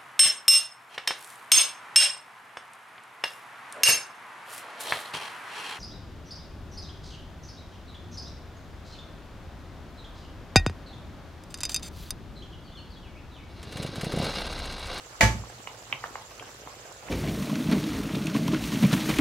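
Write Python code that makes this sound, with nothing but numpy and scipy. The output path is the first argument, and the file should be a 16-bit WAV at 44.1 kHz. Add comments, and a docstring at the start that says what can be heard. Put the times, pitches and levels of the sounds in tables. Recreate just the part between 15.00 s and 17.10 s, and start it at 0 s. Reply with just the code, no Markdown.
"""A hard, chattering knock on the rim rings a steel wok and sets it rocking on a gas hob, which booms.
The knock is noise cracks over damped steel modes; each rocking is low modes with a noise boom.
A wooden spoon taps (short modes) and scrapes (noise strokes) in a plastic bowl held over the pan.
Meat and sauce simmer beneath, close by in a small kitchen: coloured noise for sizzle, sauce and burner,
tiny damped tones for crackle and bubbles, and single tones for pops and spits of fat."""
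import sys
import numpy as np
from scipy import signal
from scipy.fft import rfft, irfft, next_fast_len
from scipy.io import wavfile
from scipy.ndimage import uniform_filter1d, map_coordinates

SR = 44100
rng = np.random.default_rng(int(sys.argv[2]) if len(sys.argv) > 2 else 0)


def generate_wav(sig):
    """Save sig (samples, or channels by samples) to the path in sys.argv[1] as 16-bit PCM at SR."""
    pcm = np.round(np.clip(np.atleast_2d(sig).T, -1, 1) * 32767).astype(np.int16)
    wavfile.write(sys.argv[1], SR, pcm)


N = 92610  # samples: 2.1 s
TOP_HZ = 15800  # band limit


def amp(db):
    """Decibels to gain."""
    return 10 ** (np.asarray(db) / 20)


def unit(x):
    """Scale to rms 1."""
    return x / np.sqrt(np.mean(x ** 2) + 1e-20)


def along(points, hz):
    """Read a curve of (f/Hz, value) points on a log frequency axis."""
    f, value = np.transpose(points)
    return np.interp(np.log(hz + 1), np.log(f + 1), value)


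def since(s):
    """Seconds since a moment, zero before it."""
    return np.maximum(np.arange(N) / SR - s, 0)


def wobble(rate):
    """A smooth random curve with rate knots a second."""
    knots = rng.standard_normal(400)
    return map_coordinates(knots, [np.arange(N) * rate / SR], mode="wrap")


def filtered(x, response):
    """Shape the spectrum of x by a response of frequency."""
    m = next_fast_len(N + SR // 2)  # padded, so the filter does not wrap round
    hz = np.fft.rfftfreq(m, 1 / SR)
    return irfft(rfft(x, m) * response(hz), m)[..., :N]


def noise(spectrum, width):
    """Coloured stereo noise of rms 1; width is side over mid."""
    white = rng.standard_normal((2, N))
    mid, side = filtered(white, lambda hz: amp(along(spectrum, hz)))
    return unit(np.array([mid + width * side, mid - width * side]))


def ring(modes, s, rise_s, width=0):
    """Damped modes of alternating sign struck at s; width (rad) puts the two ears out of step."""
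    t = since(s)
    out = np.zeros((2, N))
    ear = np.array([[1], [-1]])
    for k, (hz, db, t60, pan_db) in enumerate(modes):
        sign = (-1) ** k
        level = amp(db - 60 * t / t60) * amp(ear * pan_db / 2)
        out += sign * level * np.sin(2 * np.pi * hz * t + width * ear)
    return out * (1 - np.exp(-t / rise_s))


def grains(per_s, hz, cycles, spread, size_db, rise=0):
    """Random tiny tones, together of rms 1, panned across the pan; each falls 60 dB in its cycles."""
    rows = rng.random((int(per_s * N / SR), 5))
    when, a, b, size, place = rows.T[:, :, None]
    f = np.minimum(hz * np.exp(spread * 2 * (a + b - 1)), TOP_HZ)
    t = np.arange(1200) / SR
    age = np.minimum(f * t / cycles, 3)
    level = amp(-size_db * np.log(1 - .99 * size) - 60 * age)
    tone = level * np.sin(2 * np.pi * f * t * (1 + rise * age))
    at = ((when * N).astype(int) + np.arange(len(t))).ravel()
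    pans = np.cos(place * np.pi / 2), np.sin(place * np.pi / 2)
    return unit(np.array([np.bincount(at, (tone * pan).ravel(), N)[:N] for pan in pans]))


def patchy(x, depth_db):
    """Random loud and soft patches, about 1 kHz wide and 20 ms long; the result has rms 1."""
    z = signal.stft(x, nperseg=256)[2]
    field = rng.standard_normal(z.shape[1:])
    field = uniform_filter1d(field, size=6, axis=0)  # across frequency
    field = uniform_filter1d(field, size=7, axis=1)  # along time
    return unit(signal.istft(z * amp(depth_db * unit(field)), nperseg=256)[1][:, :N])


# contacts of the chattering knock (t/s, level/dB)
RIM_CONTACTS = [(0.2086, 2), (0.2104, 2), (.2228, -11.5), (0.2281, -5.5), (0.2384, -5.5)]
# modes of the steel wok (f/Hz, level/dB, t60/s, pan/dB)
WOK_MODES = [(544, -5, .14, 4), (678, -6, .24, 0), (880, 1, .29, -2), (1698, 1, .22, 5), (1892, -6, .18, 0),
             (1972, -6, .18, 0), (2289, -2, .22, -3), (2927, -8, .21, 8), (3371, -16, .18, 2),
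             (3694, -17, .18, -4), (4126, -15, .18, 0), (4395, -13, .17, -3), (4827, -19, .25, -2),
             (4873, -22, .3, 0), (5992, -11, .3, -3), (6662, -18, .2, -4), (8053, -20, .2, -3),
             (9068, -28, .2, -3), (10427, -20, .19, -4)]
# noise colour of a contact's crack (f/Hz, level/dB per Hz)
CRACK_COLOUR = [(100, -5), (380, -16), (600, 9), (820, 8.5), (1050, -17), (1650, 5.5), (2000, 6.5),
                (2180, -1), (2400, 11), (2750, -13.5), (3300, -10), (5000, -16), (7500, -7), (8800, -28),
                (15000, -43)]
# noise colour of the clatter of the pan and its grate (f/Hz, level/dB per Hz)
CLATTER_COLOUR = [(100, -2.5), (380, -1.5), (700, -7), (1250, -3), (1500, -7), (2000, -1), (2600, -6),
                  (3400, -10.5), (5000, -12), (7400, -13), (8800, -26.5), (11500, -22.5), (15000, -39)]
WOK_DB, WOK_RISE_S, WOK_WIDTH_RAD = -16.5, 0.012, 0.28
CRACK_DB, CRACK_T60_S = -13.5, 0.033
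CLATTER_DB, CLATTER_T60_S = -23.5, 0.3
KNOCK_WET_DB = -9.5  # room on the cracks and clatter


def knock():
    """A chattering blow on the rim: each contact cracks and clatters, and the steel rings on."""
    clash = np.zeros((2, N))
    for s, db in RIM_CONTACTS:
        t = since(s)
        crack = amp(CRACK_DB - 60 * t / CRACK_T60_S) * noise(CRACK_COLOUR, width=0.49)
        clatter = amp(CLATTER_DB - 60 * t / CLATTER_T60_S) * noise(CLATTER_COLOUR, width=0.87)
        clash += amp(db) * (t > 0) * (crack + clatter)
    first_contact_s = RIM_CONTACTS[0][0]
    steel = amp(WOK_DB) * ring(WOK_MODES, first_contact_s, WOK_RISE_S, WOK_WIDTH_RAD)
    return clash + steel + amp(KNOCK_WET_DB) * kitchen(clash)


# the wok comes down on its support (t/s, level/dB, brightness/dB per octave)
ROCKINGS = [(0.2224, -12, 1.5), (0.339, -31, 4), (0.371, -33.5, 3)]
# modes of the hob under the wok (f/Hz, level/dB, t60/s, pan/dB), before the brightness tilt
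HOB_MODES = [(57.93, -0.5, 0.31, -1.5), (99.3, -5, 0.19, 3), (114.5, -4.5, 0.34, 3),
             (172, -10.5, 0.193, -3), (206.6, -10, 0.21, -6), (232, -16.5, 0.22, -4)]
# noise colour of the hob's boom (f/Hz, level/dB per Hz)
BOOM_COLOUR = [(25, -29.5), (50, -12), (100, 7.5), (220, -12), (300, -20), (400, -15), (700, -43),
               (2000, -60)]
BOOM_DB, BOOM_T60_S, HOB_RISE_S = -9.5, 0.31, 0.013


def hob():
    """The wok rocks on its support and the hob booms each time: low modes over a dying rumble."""
    out = np.zeros((2, N))
    lowest_hz = HOB_MODES[0][0]
    for s, db, bright_db in ROCKINGS:
        t = since(s)
        modes = [(hz, level + bright_db * np.log2(hz / lowest_hz), t60, pan)
                 for hz, level, t60, pan in HOB_MODES]
        swell = amp(BOOM_DB - 60 * t / BOOM_T60_S) * (1 - np.exp(-t / HOB_RISE_S))
        boom = swell * noise(BOOM_COLOUR, width=0.2)
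        out += amp(db) * (ring(modes, s, HOB_RISE_S, width=0.133) + boom)
    return out


# spoon taps (t/s, bowl level/dB, contact f/Hz, contact level/dB, pan/dB)
SPOON_TAPS = [(.436, -30.5, 976, -44, 3), (0.6723, -25.5, 2380, -27, -3), (0.926, -22.5, 2507, -14, -1.5),
              (1.039, -21, 1470, -22, 0.5), (1.1545, -21.5, 1743, -27, 0), (1.396, -38, 2610, -31.5, 4),
              (1.4236, -29, 1276, -32, 0), (1.6723, -27, 1780, -40.5, 1.5), (2.0846, -42, 2150, -35, -8.5)]
# modes of the plastic bowl (f/Hz, level/dB, t60/s)
BOWL_MODES = [(472, -13.5, 0.023), (725.6, -6, 0.014), (894, -3, 0.016), (1080, -3, 0.017),
              (1336, -8.5, 0.014)]
# ring of the contact (ratio to the contact f, level/dB, t60/s)
CONTACT_MODES = [(.8, -3, 0.0053), (.92, 8.5, 0.0053), (1.06, -7.5, 0.021), (1.21, -2.5, 0.018),
                 (1.5, -19, 0.0099)]
# spoon scrapes (centre t/s, length/s, level/dB)
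SPOON_SCRAPES = [(0.936, 0.048, -44.5), (1.058, 0.023, -44), (1.485, 0.038, -47.5), (1.684, 0.013, -50),
                 (2.033, 0.031, -47), (2.086, 0.051, -42.5)]
# noise colour of a scrape (f/Hz, level/dB per Hz)
SCRAPE_COLOUR = [(60, 0), (110, 6), (250, -4), (600, 3), (1200, -0.5), (2600, -7), (4000, -19),
                 (12000, -29)]
SPOON_HZ, SPOON_RING_DB, SPOON_T60_S = 2875, -22, .11  # ring level relative to the contact
TAP_RISE_S = 0.00059
TAP_SOFT_RATIO = 1.95  # a tap is dull above this multiple of its contact pitch
TAP_WET_DB = -4  # room on the taps, pops and spits


def spoon():
    """Wood on plastic: short dull taps of bowl, contact and spoon modes, and soft noise scrapes."""
    out = np.zeros((2, N))
    for s, body_db, hz, contact_db, pan_db in SPOON_TAPS:
        modes = [(f, db + body_db, t60, pan_db) for f, db, t60 in BOWL_MODES]
        modes += [(ratio * hz, db + contact_db, t60, pan_db) for ratio, db, t60 in CONTACT_MODES]
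        modes += [(SPOON_HZ, SPOON_RING_DB + contact_db, SPOON_T60_S, pan_db)]
        soft = signal.butter(5, min(TAP_SOFT_RATIO * hz, TOP_HZ), fs=SR, output="sos")
        tap = signal.sosfilt(soft, ring(modes, s, TAP_RISE_S, width=0.37))
        out += tap + amp(TAP_WET_DB) * kitchen(tap)
    stroke = np.zeros(N)
    for s, length, db in SPOON_SCRAPES:
        stroke += amp(db) * np.exp(-(2 * (np.arange(N) / SR - s) / length) ** 2)
    return out + stroke * noise(SCRAPE_COLOUR, width=0.47)


# larger bubbles bursting in the sauce (t/s, starting f/Hz, level/dB)
SAUCE_POPS = [(.499, 715, -40), (.745, 650, -43), (1.026, 860, -43), (1.212, 862, -44), (1.312, 1130, -42),
              (1.855, 676, -40), (1.952, 510, -50.5)]
# fat spitting (t/s, f/Hz, level/dB)
FAT_SPITS = [(0.501, 6040, -39), (1.317, 6000, -41), (1.3797, 6000, -38), (1.9254, 7290, -31.5)]
POP_T60_S, POP_RISE_PER_S = 0.034, 3.4  # pitch rise as a fraction of the starting pitch
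POP_FILM_RATIO, POP_FILM_DB = 2.3, -5  # the film's overtone, relative to the bubble's note
SPIT_T60_S = 0.0035


def bursts():
    """Single bubbles pop with a rising note and a snap of their film; drops of fat spit a short tone."""
    out = np.zeros(N)
    for s, hz, db in SAUCE_POPS:
        t = since(s)
        phase = 2 * np.pi * hz * t * (1 + POP_RISE_PER_S * t / 2)
        film = amp(POP_FILM_DB) * np.sin(POP_FILM_RATIO * phase)
        out += amp(db - 60 * t / POP_T60_S) * (np.sin(phase) + film)
    for s, hz, db in FAT_SPITS:
        t = since(s)
        out += amp(db - 60 * t / SPIT_T60_S) * np.sin(2 * np.pi * hz * t)
    return out + amp(TAP_WET_DB) * kitchen(out[None])


# noise colours of sizzling fat, seething sauce and gas burner (f/Hz, level/dB per Hz)
SIZZLE_COLOUR = [(300, -58), (1200, 6.5), (2500, -2), (3600, 0.5), (5500, -0.5), (7400, 2), (8500, -11.5),
                 (11500, -10), (15500, -14.5)]
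SAUCE_COLOUR = [(100, -25), (230, -4.5), (500, 6), (750, 3), (1100, -4.5), (1600, -6.5), (3000, -5),
                (8000, -72)]
BURNER_COLOUR = [(20, -46), (36, 2), (55, 0), (80, -8.5), (120, 3.5), (160, -13), (300, -17.5),
                 (1000, -102)]
SIZZLE_DB, SIZZLE_FLUTTER_DB, SIZZLE_PATCHY_DB = -52, .5, 3
SAUCE_DB, SAUCE_SWELL_DB = -53, 1.4
BURNER_DB = -56
CRACKLE_PER_S, CRACKLE_HZ, CRACKLE_DB = 760, 5440, -59
BUBBLE_PER_S, BUBBLE_HZ, BUBBLE_DB, BUBBLE_RISE = 70, 945, -55, 0.067


def simmer():
    """Fat sizzles and crackles, the sauce seethes and bubbles, the burner rumbles: noises and grains."""
    flutter = amp(SIZZLE_DB + SIZZLE_FLUTTER_DB * wobble(25.16))
    sizzle = flutter * patchy(noise(SIZZLE_COLOUR, width=0.94), SIZZLE_PATCHY_DB)
    crackle = amp(CRACKLE_DB) * grains(CRACKLE_PER_S, CRACKLE_HZ, cycles=12, spread=0.29, size_db=3.0)
    sauce = amp(SAUCE_DB + SAUCE_SWELL_DB * wobble(25)) * noise(SAUCE_COLOUR, width=0.48)
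    bubbles = amp(BUBBLE_DB) * grains(BUBBLE_PER_S, BUBBLE_HZ, cycles=6.8, spread=0.648,
                                      size_db=-0.5, rise=BUBBLE_RISE)
    burner = amp(BURNER_DB + 0.4 * wobble(5)) * noise(BURNER_COLOUR, width=0.139)
    return sizzle + crackle + sauce + bubbles + burner


# reverberation of the small kitchen (f/Hz, t60/s)
ROOM_DECAY = [(100, 1), (500, 0.56), (2500, 0.2), (10000, 0.325)]


def kitchen(x):
    """The room's answer: a stereo noise tail, each frequency dying at its own speed."""
    hz, t, z = signal.stft(rng.standard_normal((2, SR // 2)), SR, nperseg=256)
    decay = amp(-60 * t / along(ROOM_DECAY, hz)[:, None])
    tail = signal.istft(z * decay, SR, nperseg=256)[1]
    tail = tail + .35 * tail[::-1]  # the two sides share some of the tail
    tail = np.pad(tail, ((0, 0), (SR // 500, 0)))  # 2 ms before the room answers
    tail = tail / np.linalg.norm(tail[0])
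    return signal.fftconvolve(x.mean(0)[None], tail, axes=1)[:, :N]


# drift of the simmer (t/s, level/dB)
SIMMER_HEAT = [(0, -0.5), (.5, 0), (1.1, 0), (1.5, .5), (1.95, 0)]


def scene():
    """Everything at the stove; only the simmer follows the heat."""
    heat = amp(np.interp(np.arange(N) / SR, *np.transpose(SIMMER_HEAT)))
    return knock() + hob() + spoon() + bursts() + heat * simmer()


# how much the two close microphones differ (f/Hz, side level/dB)
MIC_SPREAD = [(60, 1.5), (250, -5.5), (600, -1.5), (1200, 2.5), (3000, 2.5), (12000, 1.5)]
# balance of the microphones (f/Hz, left minus right level/dB)
MIC_LEAN = [(60, -1.5), (120, -1.5), (350, -0.5), (900, -2.5), (1700, -1.5), (3000, -1), (4400, -1.5),
            (8000, -8.5), (15000, -3)]
LOW_CUT_HZ = 48.6


def record(dry):
    """Two close microphones, the right one brighter; deep bass and all above the band limit are cut."""
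    mid = (dry[0] + dry[1]) / 2
    side = filtered((dry[0] - dry[1]) / 2, lambda hz: amp(along(MIC_SPREAD, hz)))
    pair = np.array([mid + side, mid - side])

    def response(hz):
        """Left-right balance, steep low cut and band limit."""
        balance = amp(along(MIC_LEAN, hz) * np.array([[.5], [-.5]]))
        low_cut = 1 / np.sqrt(1 + (LOW_CUT_HZ / (hz + 1)) ** 12)
        return balance * low_cut * (hz < TOP_HZ)

    return filtered(pair, response)


dry = scene()
out = record(dry)
generate_wav(out)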